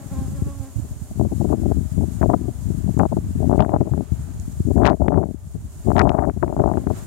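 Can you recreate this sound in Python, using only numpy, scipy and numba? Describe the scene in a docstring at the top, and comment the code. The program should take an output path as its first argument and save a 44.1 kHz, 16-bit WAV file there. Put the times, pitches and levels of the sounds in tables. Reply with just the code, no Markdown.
"""Wind thumps and rumbles on the two microphone ports of a hand-held camera, hardest on the left.
Eddies knock on the ports; the strongest puffs crack the left capsule and push the gain control down.
Single bees hover close and dart past, buzzing at their wingbeat. A few ticks sound on the camera body.
Behind them: the blurred hum of a beehive and a hiss of grass."""
import sys
import numpy as np
from scipy import signal
from scipy.fft import rfft, irfft
from scipy.io import wavfile
from scipy.ndimage import uniform_filter1d, minimum_filter1d
from numba import njit

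SR = 44100
rng = np.random.default_rng(int(sys.argv[2]) if len(sys.argv) > 2 else 0)


def bounce(signal):
    """Save signal as a 16-bit WAV file at the path given by the first command-line argument."""
    frames = np.transpose(np.atleast_2d(signal))
    limited = np.clip(frames, -1, 1)
    pcm = np.round(limited * 32767).astype(np.int16)
    wavfile.write(sys.argv[1], SR, pcm)


N = 311346
T = np.arange(N) / SR

# gusts, [left, right] port: start_s, end_s, level_db, speed_m_s
PORT_GUSTS = [
    [(0, .11, -31.5, 2.25), (.13, .33, -25.5, 2.4), (.34, .52, -28.5, 2.1), (.55, 1.15, -40, 1.44),
     (1.17, 1.19, -19, 2.2), (1.2, 1.27, -17, 3.9), (1.36, 1.86, -17.5, 2.96), (1.92, 2.18, -19, 2.38),
     (2.21, 2.35, -14, 4.9), (2.36, 2.5, -17.5, 2.84), (2.55, 2.62, -24.5, 1.34), (2.63, 2.82, -19.5, 2.43),
     (2.84, 2.97, -18, 2.23), (3.005, 3.055, -11.5, 5.86), (3.1, 3.38, -17.5, 1.9),
     (3.39, 3.47, -10.5, 4.23), (3.5, 3.58, -10, 5.56), (3.585, 3.67, -6, 6.4), (3.69, 3.77, -9.5, 6.8),
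     (3.79, 4.02, -16.5, 3.9), (4.06, 4.6, -19, 1.88), (4.66, 4.77, -10, 2.98), (4.77, 4.94, -4, 5.97),
     (4.85, 4.9, 0.5, 9.6), (5.0, 5.245, -5, 5.6), (5.255, 5.31, -14, 3.9), (5.32, 5.41, -22.5, 1.2),
     (5.43, 5.84, -26, 1.04), (5.87, 5.94, -2.5, 4.6), (5.95, 6.04, -1.5, 7.4), (6.04, 6.29, -2.5, 7),
     (5.98, 6.015, 3, 11.8), (6.31, 6.41, -14, 1.9), (6.44, 6.55, -8, 5.4), (6.57, 6.745, -4, 6.57),
     (6.79, 6.93, -12, 3.5), (6.95, 7.06, -20.5, 1.54)],
    [(.12, .64, -30, 1.7), (.8, 1.05, -37.5, 1.23), (1.1, 1.95, -38.5, 0.86), (2.3, 2.7, -34, 1.3),
     (3.07, 3.4, -28, 1.25), (3.15, 3.27, -22, 2.8), (3.7, 3.96, -28, 1.67), (4.18, 4.7, -29, 1.48),
     (5.42, 5.8, -29, 1.83), (6.0, 6.64, -23.5, 1.4), (6.78, 7.06, -27.5, 1.8)],
]
# short puffs, [left, right] port: time_s, level_db, speed_m_s
PORT_PUFFS = [
    [(.182, -17.5, 1.65), (.26, -18, 2.1), (.425, -14, 2.9), (.47, -21, 3.9), (.847, -26, 3.9),
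     (.914, -21, 1.55), (1.109, -24.5, 4.3), (1.205, -9.5, 5), (1.252, -13, 3.7), (1.321, -14.5, 4.5),
     (1.409, -11, 4.3), (1.449, -12, 4.5), (1.5, -11, 5.4), (1.528, -9.5, 6.7), (1.658, -13.5, 4.6),
     (1.712, -10, 4.65), (1.78, -8.5, 3.6), (1.98, -7.5, 4), (2.01, -12, 5.3), (2.035, -11.5, 4.75),
     (2.23, -6.5, 7.8), (2.272, -6, 1.8), (2.302, -9, 8.4), (2.338, -8.5, 8.2), (2.487, -16.5, 4.7),
     (2.66, -14.5, 2.4), (2.702, -11.5, 2.8), (2.78, -16, 3), (2.885, -6, 2.96), (2.975, -10.5, 4.3),
     (3.002, -4.5, 7.2), (3.126, -11.5, 6.9), (3.172, -8.5, 5), (3.358, -12, 3.2), (3.557, -12.5, 8.7),
     (3.605, 2.5, 8.2), (3.742, -2.5, 7.3), (3.81, 1, 5.4), (3.872, -13, 6.6), (3.92, -2, 3.4),
     (3.94, -7, 4.4), (3.984, -2, 4.7), (4.124, -2.5, 3.06), (4.223, -15, 0.99), (4.604, -8.5, 2.8),
     (5.083, 1.5, 3.12), (5.179, 0.5, 6.4), (5.345, -13.5, 2.7), (5.44, -14, 2.9), (5.471, -15, 1.8),
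     (5.555, -10, 3.66), (5.651, -15, 2.2), (5.7, -31, 2.1), (5.764, -28, 1.86), (6.057, 7.5, 6.75),
     (6.094, 6.5, 8.7), (6.196, 1, 7.9), (6.368, -6.5, 4.4), (6.432, 2.5, 5.64), (6.598, 2.5, 5.5),
     (6.656, 3, 5.35), (6.775, -4, 6), (6.874, -2, 5.5), (6.907, -4, 6.1)],
    [(.21, -19, 2.8), (.306, -21, 3.4), (.46, -16, 2.4), (.607, -19, 2.05), (.768, -13.5, 1.7),
     (.79, -18.5, 2.7), (.821, -20.5, 1.4), (.915, -31, 1.3), (1.017, -19.5, 1.05), (1.116, -24, 1),
     (1.301, -21, 0.66), (1.68, -27, 1.6), (2.317, -29, 0.95), (3.07, -28, 2.54), (3.744, -10, 2.6),
     (3.777, -15.5, 2.63), (3.927, -21, 0.55), (4.194, -14, 1.6), (4.376, -24.5, 3.3), (4.449, -19, 1.23),
     (4.6, -13, 1.14), (5.169, -28, 1.18), (5.48, -25, 2.7), (5.59, -18.5, 3.1), (5.627, -28.5, 3.9),
     (5.755, -30, 2.1), (5.8, -25, 2.15), (6.584, -7.5, 3.5)],
]
# wind cracks on the left capsule: time_s, level_db, width_ms
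CAPSULE_CRACKS = [(1.198, -2.5, 2.2), (1.213, -4, 2.1), (1.251, -18, 1.4), (1.32, -6.5, 1.8),
                  (1.449, -2, 2.3), (1.494, -12, 1.5), (1.518, -4.5, 1.62), (1.527, -15, 1.45),
                  (1.657, -15, 2.1), (1.719, -11, 1.4), (1.98, -11, 2), (2.01, -16, 1.9), (2.031, -14, 1.9),
                  (2.218, -7, 0.96), (2.229, -9, 0.74), (2.301, -8, 1.28), (2.328, -26, 1.33),
                  (2.338, -20.5, 0.4), (2.878, -13, 2.2), (2.892, -6.5, 2.94), (2.976, -1.5, 1.95),
                  (2.997, -3, 0.61), (3.015, -1, 1.6), (3.034, 3, 1.33), (3.054, -0.5, 1.6),
                  (3.17, -4.5, 1.86), (3.456, -16.5, 1.3), (3.497, 6.5, 2.5), (3.515, 3, 1.53),
                  (3.529, 6, 1.6), (3.537, -4, 1.32), (3.558, -2, 1.6), (3.594, 3.5, 0.8), (3.606, 1, 0.22),
                  (3.624, -1, 0.43), (3.649, -1, 1.1), (3.694, 5.5, 1), (3.736, -1, 1.18),
                  (3.743, -12, 1.12), (3.755, -12, 0.9), (3.81, -0.5, 1.23), (3.919, 1, 2.2),
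                  (3.937, 2.5, 1.42), (3.978, 2.5, 1.45), (4.008, -0.5, 1.96), (4.766, -2.5, 1.84),
                  (4.78, 5, 1.3), (4.803, 1.5, 1.48), (4.822, 4, 1.1), (4.835, 2, 0.99), (4.842, -18, 0.24),
                  (4.85, 4.5, 0.48), (4.8545, 6, 0.23), (4.8585, -1, 0.16), (4.8645, 3, 0.11),
                  (4.8695, 4.5, 0.18), (4.876, 5, 0.21), (4.886, 1, 0.4), (4.8935, -8, 0.2),
                  (4.896, -5, 0.23), (4.901, -6, 0.22), (4.921, -6, 0.81), (4.931, 2, 1.13),
                  (5.083, 3.5, 0.4), (5.122, 3, 1.12), (5.143, 1, 0.94), (5.175, -2, 0.92),
                  (5.198, -6.5, 1.2), (5.23, -3, 1.43), (5.238, 5.5, 1.38), (5.552, -5, 3.2),
                  (5.888, 0, 1.8), (5.904, 7.5, 1.4), (5.918, 3.5, 1.3), (5.956, 3.5, 1.03),
                  (5.966, 3.5, 0.43), (5.982, 1.5, 0.2), (5.994, 6, 0.14), (5.998, 6, 0.31),
                  (6.017, 3.5, 0.22), (6.094, 3, 0.28), (6.106, -1, 0.83), (6.118, 5, 1.02),
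                  (6.128, -5, 1.1), (6.136, -6, 0.94), (6.151, 0, 1.2), (6.181, -4, 0.75), (6.193, 5, 0.86),
                  (6.239, -0.5, 0.99), (6.252, 7.5, 1.23), (6.298, -1, 0.82), (6.428, 11, 1.01),
                  (6.445, 4.5, 1.3), (6.48, -5, 0.88), (6.494, 0.5, 1.23), (6.538, -6, 1.32),
                  (6.578, 0.5, 1.38), (6.592, 2, 1.25), (6.598, 1.5, 1.06), (6.618, 2, 1.6),
                  (6.639, 8, 1.28), (6.66, -4, 1.1), (6.683, -9, 1.17), (6.705, -7.5, 0.98),
                  (6.716, 7.5, 1.4), (6.738, -5, 1.08), (6.773, 9, 1.07), (6.872, -3.5, 0.93),
                  (6.903, 11.5, 1.8)]
# near bees, one list per flight: time_s, wingbeat_hz, level_db, left_minus_right_db
BEE_FLIGHTS = [
    [(0, 272, -41, -2), (.09, 266, -55, -2), (.12, 273, -38, -5), (.16, 264, -37, -6), (.26, 263, -40, -3),
     (.3, 268, -47, -2), (.37, 283, -42, -1), (.405, 262, -46, -2), (.45, 274, -45, -3), (.5, 284, -39, -5),
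     (.58, 274, -46, 3), (.65, 263, -39, 0), (.7, 265, -46, -2), (.72, 265, -60, -2), (.79, 283, -51, -2),
     (.95, 281, -62, 0), (1.3, 280, -66, 0)],
    [(2.3, 252, -60, 0), (2.4, 250, -40, 0), (2.48, 242, -43, -2), (2.7, 236, -60, -2)],
    [(6.25, 240, -60, -3), (6.36, 243, -45, -3), (6.65, 234, -46, -3), (6.72, 232, -60, -3)],
    [(6.75, 281, -58, -12), (6.78, 277, -39, -12), (6.81, 269, -36, -12), (6.84, 261, -43, -12),
     (6.92, 255, -55, -8)],
]
# wingbeat harmonics, fundamental first: gain_db
WING_HARMONICS_DB = [2, -4, -14, -15, -21, -29, -33, -36, -40]
# ticks on the camera body: time_s, impulse_db, left_minus_right_db
BODY_TICKS = [(2.991, -21.5, -13), (4.399, -17.5, -11.5), (4.68, -33, -17)]
# base spectrum of hive murmur and grass hiss: freq_hz, density_db_per_hz
AMBIENT_SPECTRUM = [(150, -94), (400, -84.5), (800, -97), (1200, -98), (1700, -100), (2300, -103),
                    (3000, -101), (4500, -100), (8000, -99.5), (12000, -97.5), (15500, -102)]
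# gains on that spectrum: time_s, murmur_db, hiss_db
AMBIENT_GAINS = [(0, 11.5, 0.5), (.2, 12, 3), (.45, 9, 2), (1, 7.5, 1.5), (1.7, 10.5, 1.5), (2.5, 11, 2),
                 (3.299, 11.5, 2), (4.2, 18, 6), (4.7, 11.5, 5), (5.4, 12, 2.5), (5.9, 17, 8),
                 (6.399, 16.5, 7), (6.901, 20, 9), (6.97, 30.5, 14), (7.06, 23, 12.5)]
# resonances, [left, right] port: centre_hz, width_hz, gain_db
PORT_RESONANCES = [
    [(8420, 570, 13.5), (9600, 5600, 6.5)],
    [(7064, 900, 16.5), (8060, 390, 6.5)],
]
# camera response, two dips and a bump: centre_hz, width_hz, gain_db
CAMERA_EQ = [(501.2, 189, -19), (652, 230, 5.5), (7800, 130, -16)]

CALM_DB, FLUTTER_DB = [-41, -41.5], [1, 2]  # left, right
GUST_RISE_S, GUST_FALL_S, PUFF_RISE_S, PUFF_FALL_S = 0.0113, 0.0125, 0.0069, 0.012
POPS_PER_S, POP_ONSET_M_S, POP_ONSET_WIDTH_MS = 100, 5.1, 2.08
POP_OVER_WIND_DB, POP_SPREAD_DB = 1, 4


def airflow(side, calm_m_s=0.79, edge_speed_share=0.66, flap_db=2.2):
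    """Air power and speed at one port; the speed is the power-weighted mean of calm air, every gust and every
    puff."""
    power = np.full(N, undb(2 * CALM_DB[side]))
    weighted_speed = power * calm_m_s
    flutter = undb(2 * (FLUTTER_DB[side] * walk(22) + flap_db * walk(70)))
    events = [(*gust, GUST_RISE_S, GUST_FALL_S, flutter) for gust in PORT_GUSTS[side]]
    events += [(s, s, db, m_s, PUFF_RISE_S, PUFF_FALL_S, np.ones(N)) for s, db, m_s in PORT_PUFFS[side]]
    for start_s, end_s, level_db, speed_m_s, rise_s, fall_s, wobble in events:
        span = slice(max(int((start_s - 5 * rise_s) * SR), 0), int((end_s + 5 * fall_s) * SR))
        edge = np.maximum(start_s - T[span], 0) / rise_s + np.maximum(T[span] - end_s, 0) / fall_s
        event_power = undb(2 * level_db) * np.exp(-edge ** 2) * wobble[span]
        power[span] += event_power
        progress = np.clip((T[span] - start_s + rise_s) / (end_s - start_s + rise_s + fall_s), 0, 1)
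        speed_share = edge_speed_share + (1 - edge_speed_share) * np.sin(np.pi * progress)
        weighted_speed[span] += event_power * speed_m_s * speed_share
    return power, weighted_speed / power


def wind_rumble(power, speed_m_s, eddy_size_m=0.0098, eddy_db=2.5, knocks_per_s=260, knock_db=5.0):
    """Uneven eddies knock on a port; faster air carries them past sooner, so the rumble reaches higher."""
    eddy = walk(170)  # stronger is also sharper
    eddy_hz = np.clip(speed_m_s / eddy_size_m * np.exp(.13 * eddy), 40, 5000)
    hits = rng.random(N) < knocks_per_s / SR
    knocks = hits * undb(knock_db * rng.exponential(size=N)) * rng.standard_normal(N)
    turbulence = 0.069 * rng.standard_normal(N)
    rumble = (knocks + turbulence) * undb(eddy_db * eddy)
    rumble += undb(2) * band(rumble, 74.8, 34)  # large slow eddies
    for corner_ratio, damping in (1, 1.37), (1.18, 1.495), (1.69, 1.48), (2.06, 0.91):
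        rumble = svf(rumble, corner_ratio * eddy_hz, damping)[0]
    rumble = low_cut(rumble, 40, order=2)
    rms = np.sqrt(smooth_twice(rumble ** 2, 900) + 1e-12)
    return rumble / rms * np.sqrt(power)


def flutter_pops(power, speed_m_s):
    """Fast air pops the capsule at a loose beat, narrower with speed. Rows: time_s, level_db, width_ms."""
    slots = np.arange(0, N - SR // 10, SR / POPS_PER_S)
    onsets = (slots + .6 * SR / POPS_PER_S * rng.random(len(slots))).astype(int)
    onsets = onsets[speed_m_s[onsets] > POP_ONSET_M_S]
    spread_db = POP_SPREAD_DB * rng.standard_normal(N)[onsets]
    level_db = 10 * np.log10(power[onsets]) + POP_OVER_WIND_DB + spread_db
    width_ms = POP_ONSET_WIDTH_MS * POP_ONSET_M_S / speed_m_s[onsets]
    return list(zip(onsets / SR, level_db, width_ms))


def capsule_cracks(power, speed_m_s, rattle_top_hz=1770, rasp_hz=1630, rasp_decay_ms=1.6):
    """Pointed pushes on the capsule, wrapped in rattle and rasp; narrower ones are brighter and raspier."""
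    pulses, rasp_drive = np.zeros((2, N))
    lag_ms = np.arange(-200, 200) / SR * 1000
    for time_s, level_db, width_ms in CAPSULE_CRACKS + flutter_pops(power, speed_m_s):
        push = np.hanning(len(lag_ms)) / (1 + (2 * lag_ms / width_ms) ** 2) ** 2.2
        jags = signal.lfilter(*signal.butter(2, rattle_top_hz, fs=SR), rng.standard_normal(90))
        rattle = np.convolve(np.diff(push, prepend=0), jags * np.hanning(len(jags)), "same")
        i = int(time_s * SR)
        pulses[i - 200:i + 200] += undb(level_db) * (push + 0.49 * rattle / np.abs(rattle).max())
        rasp_drive[i] += undb(level_db) / (width_ms ** 2 + 0.011)
    pulses = low_cut(pulses, 110, order=1)  # the cracks carry little below about 110 Hz
    rasp_envelope = signal.fftconvolve(rasp_drive, np.exp(-np.abs(lag_ms) / rasp_decay_ms), "same")
    return pulses + undb(-27) * rasp_envelope * band(rng.standard_normal(N), rasp_hz, 1600, passes=3)


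def wing_buzz(wingbeat_hz):
    """Harmonics that waver and swell as the body turns, plus a rasp of air at each stroke."""
    waver = 1 + .009 * walk(25) + .015 * walk(110)
    phase = 2 * np.pi * np.cumsum(wingbeat_hz * waver) / SR
    buzz = undb(-17) * (1 + np.cos(phase)) * band(rng.standard_normal(N), 1700, 2500)
    for k, gain_db in enumerate(WING_HARMONICS_DB):
        swell_db = (2.5 + k / 3) * walk(28)
        buzz += undb(gain_db + swell_db) * np.sin((k + 1) * phase + k * k)
    return buzz


def near_bees():
    """Single bees hover and dart past, gliding in pitch, level and pan."""
    time_s, *columns = np.concatenate(BEE_FLIGHTS).T
    wingbeat_hz, level_db, pan_db = (np.interp(T, time_s, column) for column in columns)
    flying = sum((T >= flight[0][0]) & (T <= flight[-1][0]) for flight in BEE_FLIGHTS)
    return flying * wing_buzz(wingbeat_hz) * stereo_gain(level_db, pan_db)


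def body_ticks():
    """Short hard knocks on the camera body; the ports add their ring later."""
    impulses = np.zeros((2, N))
    for time_s, impulse_db, pan_db in BODY_TICKS:
        impulses[:, int(time_s * SR)] = stereo_gain(impulse_db, pan_db)
    return np.array([band(channel, 6700, 5100, passes=2) for channel in impulses])


def hive_bees(gain_db=-59):
    """Five far bees at the hive door, drifting in pitch, level and pan."""
    hum = np.zeros((2, N))
    for wingbeat_hz in np.linspace(205, 290, num=5):
        buzz = wing_buzz(wingbeat_hz * (1 + 0.045 * walk(3.7)))
        hum += buzz * stereo_gain(gain_db + 0.56 * walk(2.35), 2.4 * walk(0.97))
    return hum


def murmur_and_grass(crossover_hz=2000):
    """Hive murmur below the crossover, grass hiss above; both flicker slightly."""
    freq_hz = np.fft.rfftfreq(N, 1 / SR) + 1
    knot_hz, density_db = np.transpose(AMBIENT_SPECTRUM)
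    spectrum = undb(np.interp(np.log(freq_hz), np.log(knot_hz), density_db)) * np.sqrt(SR / 2)
    low_share = 1 / (1 + (freq_hz / crossover_hz) ** 4)
    noise = rng.standard_normal((3, N))  # left, right, common
    murmur = irfft(rfft(.9 * noise[:2] + .4 * noise[2]) * spectrum * np.sqrt(low_share), N)
    hiss = irfft(rfft(rng.standard_normal((2, N))) * spectrum * np.sqrt(1 - low_share), N)
    time_s, murmur_db, hiss_db = np.transpose(AMBIENT_GAINS)
    murmur *= undb(np.interp(T, time_s, murmur_db) + 0.41 * walk(4.9))
    hiss *= undb(np.interp(T, time_s, hiss_db) + 0.079 * walk(6.3) + walk(45))
    return murmur + hiss


def undb(db):
    return 10 ** (np.asarray(db) / 20)


def stereo_gain(level_db, pan_db):
    return undb(level_db + np.array([pan_db, -pan_db]) / 2)


def smooth_twice(x, samples):
    return uniform_filter1d(uniform_filter1d(x, samples), samples)


def walk(rate_hz):
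    """Smoothed random steps, spread near 1."""
    hold = int(SR / rate_hz)
    return 1.3 * smooth_twice(np.repeat(rng.standard_normal(N // hold + 1), hold), hold)[:N]


@njit
def svf(x, corner_hz, damping):
    """State-variable filter, moving corner. Rows: low-pass, unity-gain band-pass."""
    y, band_state, low_state = np.empty((2, len(x))), 0., 0.
    for i in range(len(x)):
        g = np.tan(np.pi * corner_hz[i] / SR)
        v = (band_state + g * (x[i] - low_state)) / (1 + g * (g + damping))
        y[0, i], y[1, i] = low_state + g * v, damping * v
        band_state, low_state = 2 * v - band_state, low_state + 2 * g * v
    return y


def band(x, centre_hz, width_hz, passes=1):
    for _ in range(passes):
        x = svf(x, np.full(N, float(centre_hz)), width_hz / centre_hz)[1]
    return x


def low_cut(x, corner_hz, order):
    return signal.sosfilt(signal.butter(order, corner_hz, "high", fs=SR, output="sos"), x)


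@njit
def follow(x, attack_s, release_s):
    """One-pole level follower."""
    level, y = 0., np.empty(len(x))
    for i in range(len(x)):
        level += (x[i] - level) / (SR * (attack_s if x[i] > level else release_s))
        y[i] = level
    return y


def scene():
    """Ambience, bees and ticks ring the ports; wind adds rumble on both, cracks on the left."""
    mix = murmur_and_grass() + near_bees() + hive_bees() + body_ticks()
    flows = [airflow(side) for side in range(2)]
    for side, resonances in enumerate(PORT_RESONANCES):
        mix[side] += sum((undb(db) - 1) * band(mix[side], hz, width_hz) for hz, width_hz, db in resonances)
        mix[side] += wind_rumble(*flows[side])
    mix[0] += capsule_cracks(*flows[0])
    return mix


def record(dry, knee_db=-13, ratio=3.8, ceiling=0.91, top_hz=15800):
    """Camera chain: linked gain control, low cut, EQ, look-ahead limiter, steep low-pass."""
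    rectified = uniform_filter1d(np.abs(dry).max(axis=0), size=200)
    level = follow(rectified, attack_s=0.025, release_s=1.0)
    gain = np.minimum(undb(knee_db) / (level + 1e-9), 1) ** (1 - 1 / ratio)
    x = low_cut(dry * uniform_filter1d(gain, size=200), 52, order=3)
    for centre_hz, width_hz, gain_db in CAMERA_EQ:
        x = x + (undb(gain_db) - 1) * np.array([band(channel, centre_hz, width_hz) for channel in x])
    limiter_gain = np.minimum(ceiling / (np.abs(x).max(axis=0) + 1e-9), 1)
    x = x * smooth_twice(minimum_filter1d(limiter_gain, size=257), 128)
    return signal.sosfilt(signal.ellip(10, .2, 80, top_hz, fs=SR, output="sos"), x)


dry = scene()
out = record(dry)
bounce(out)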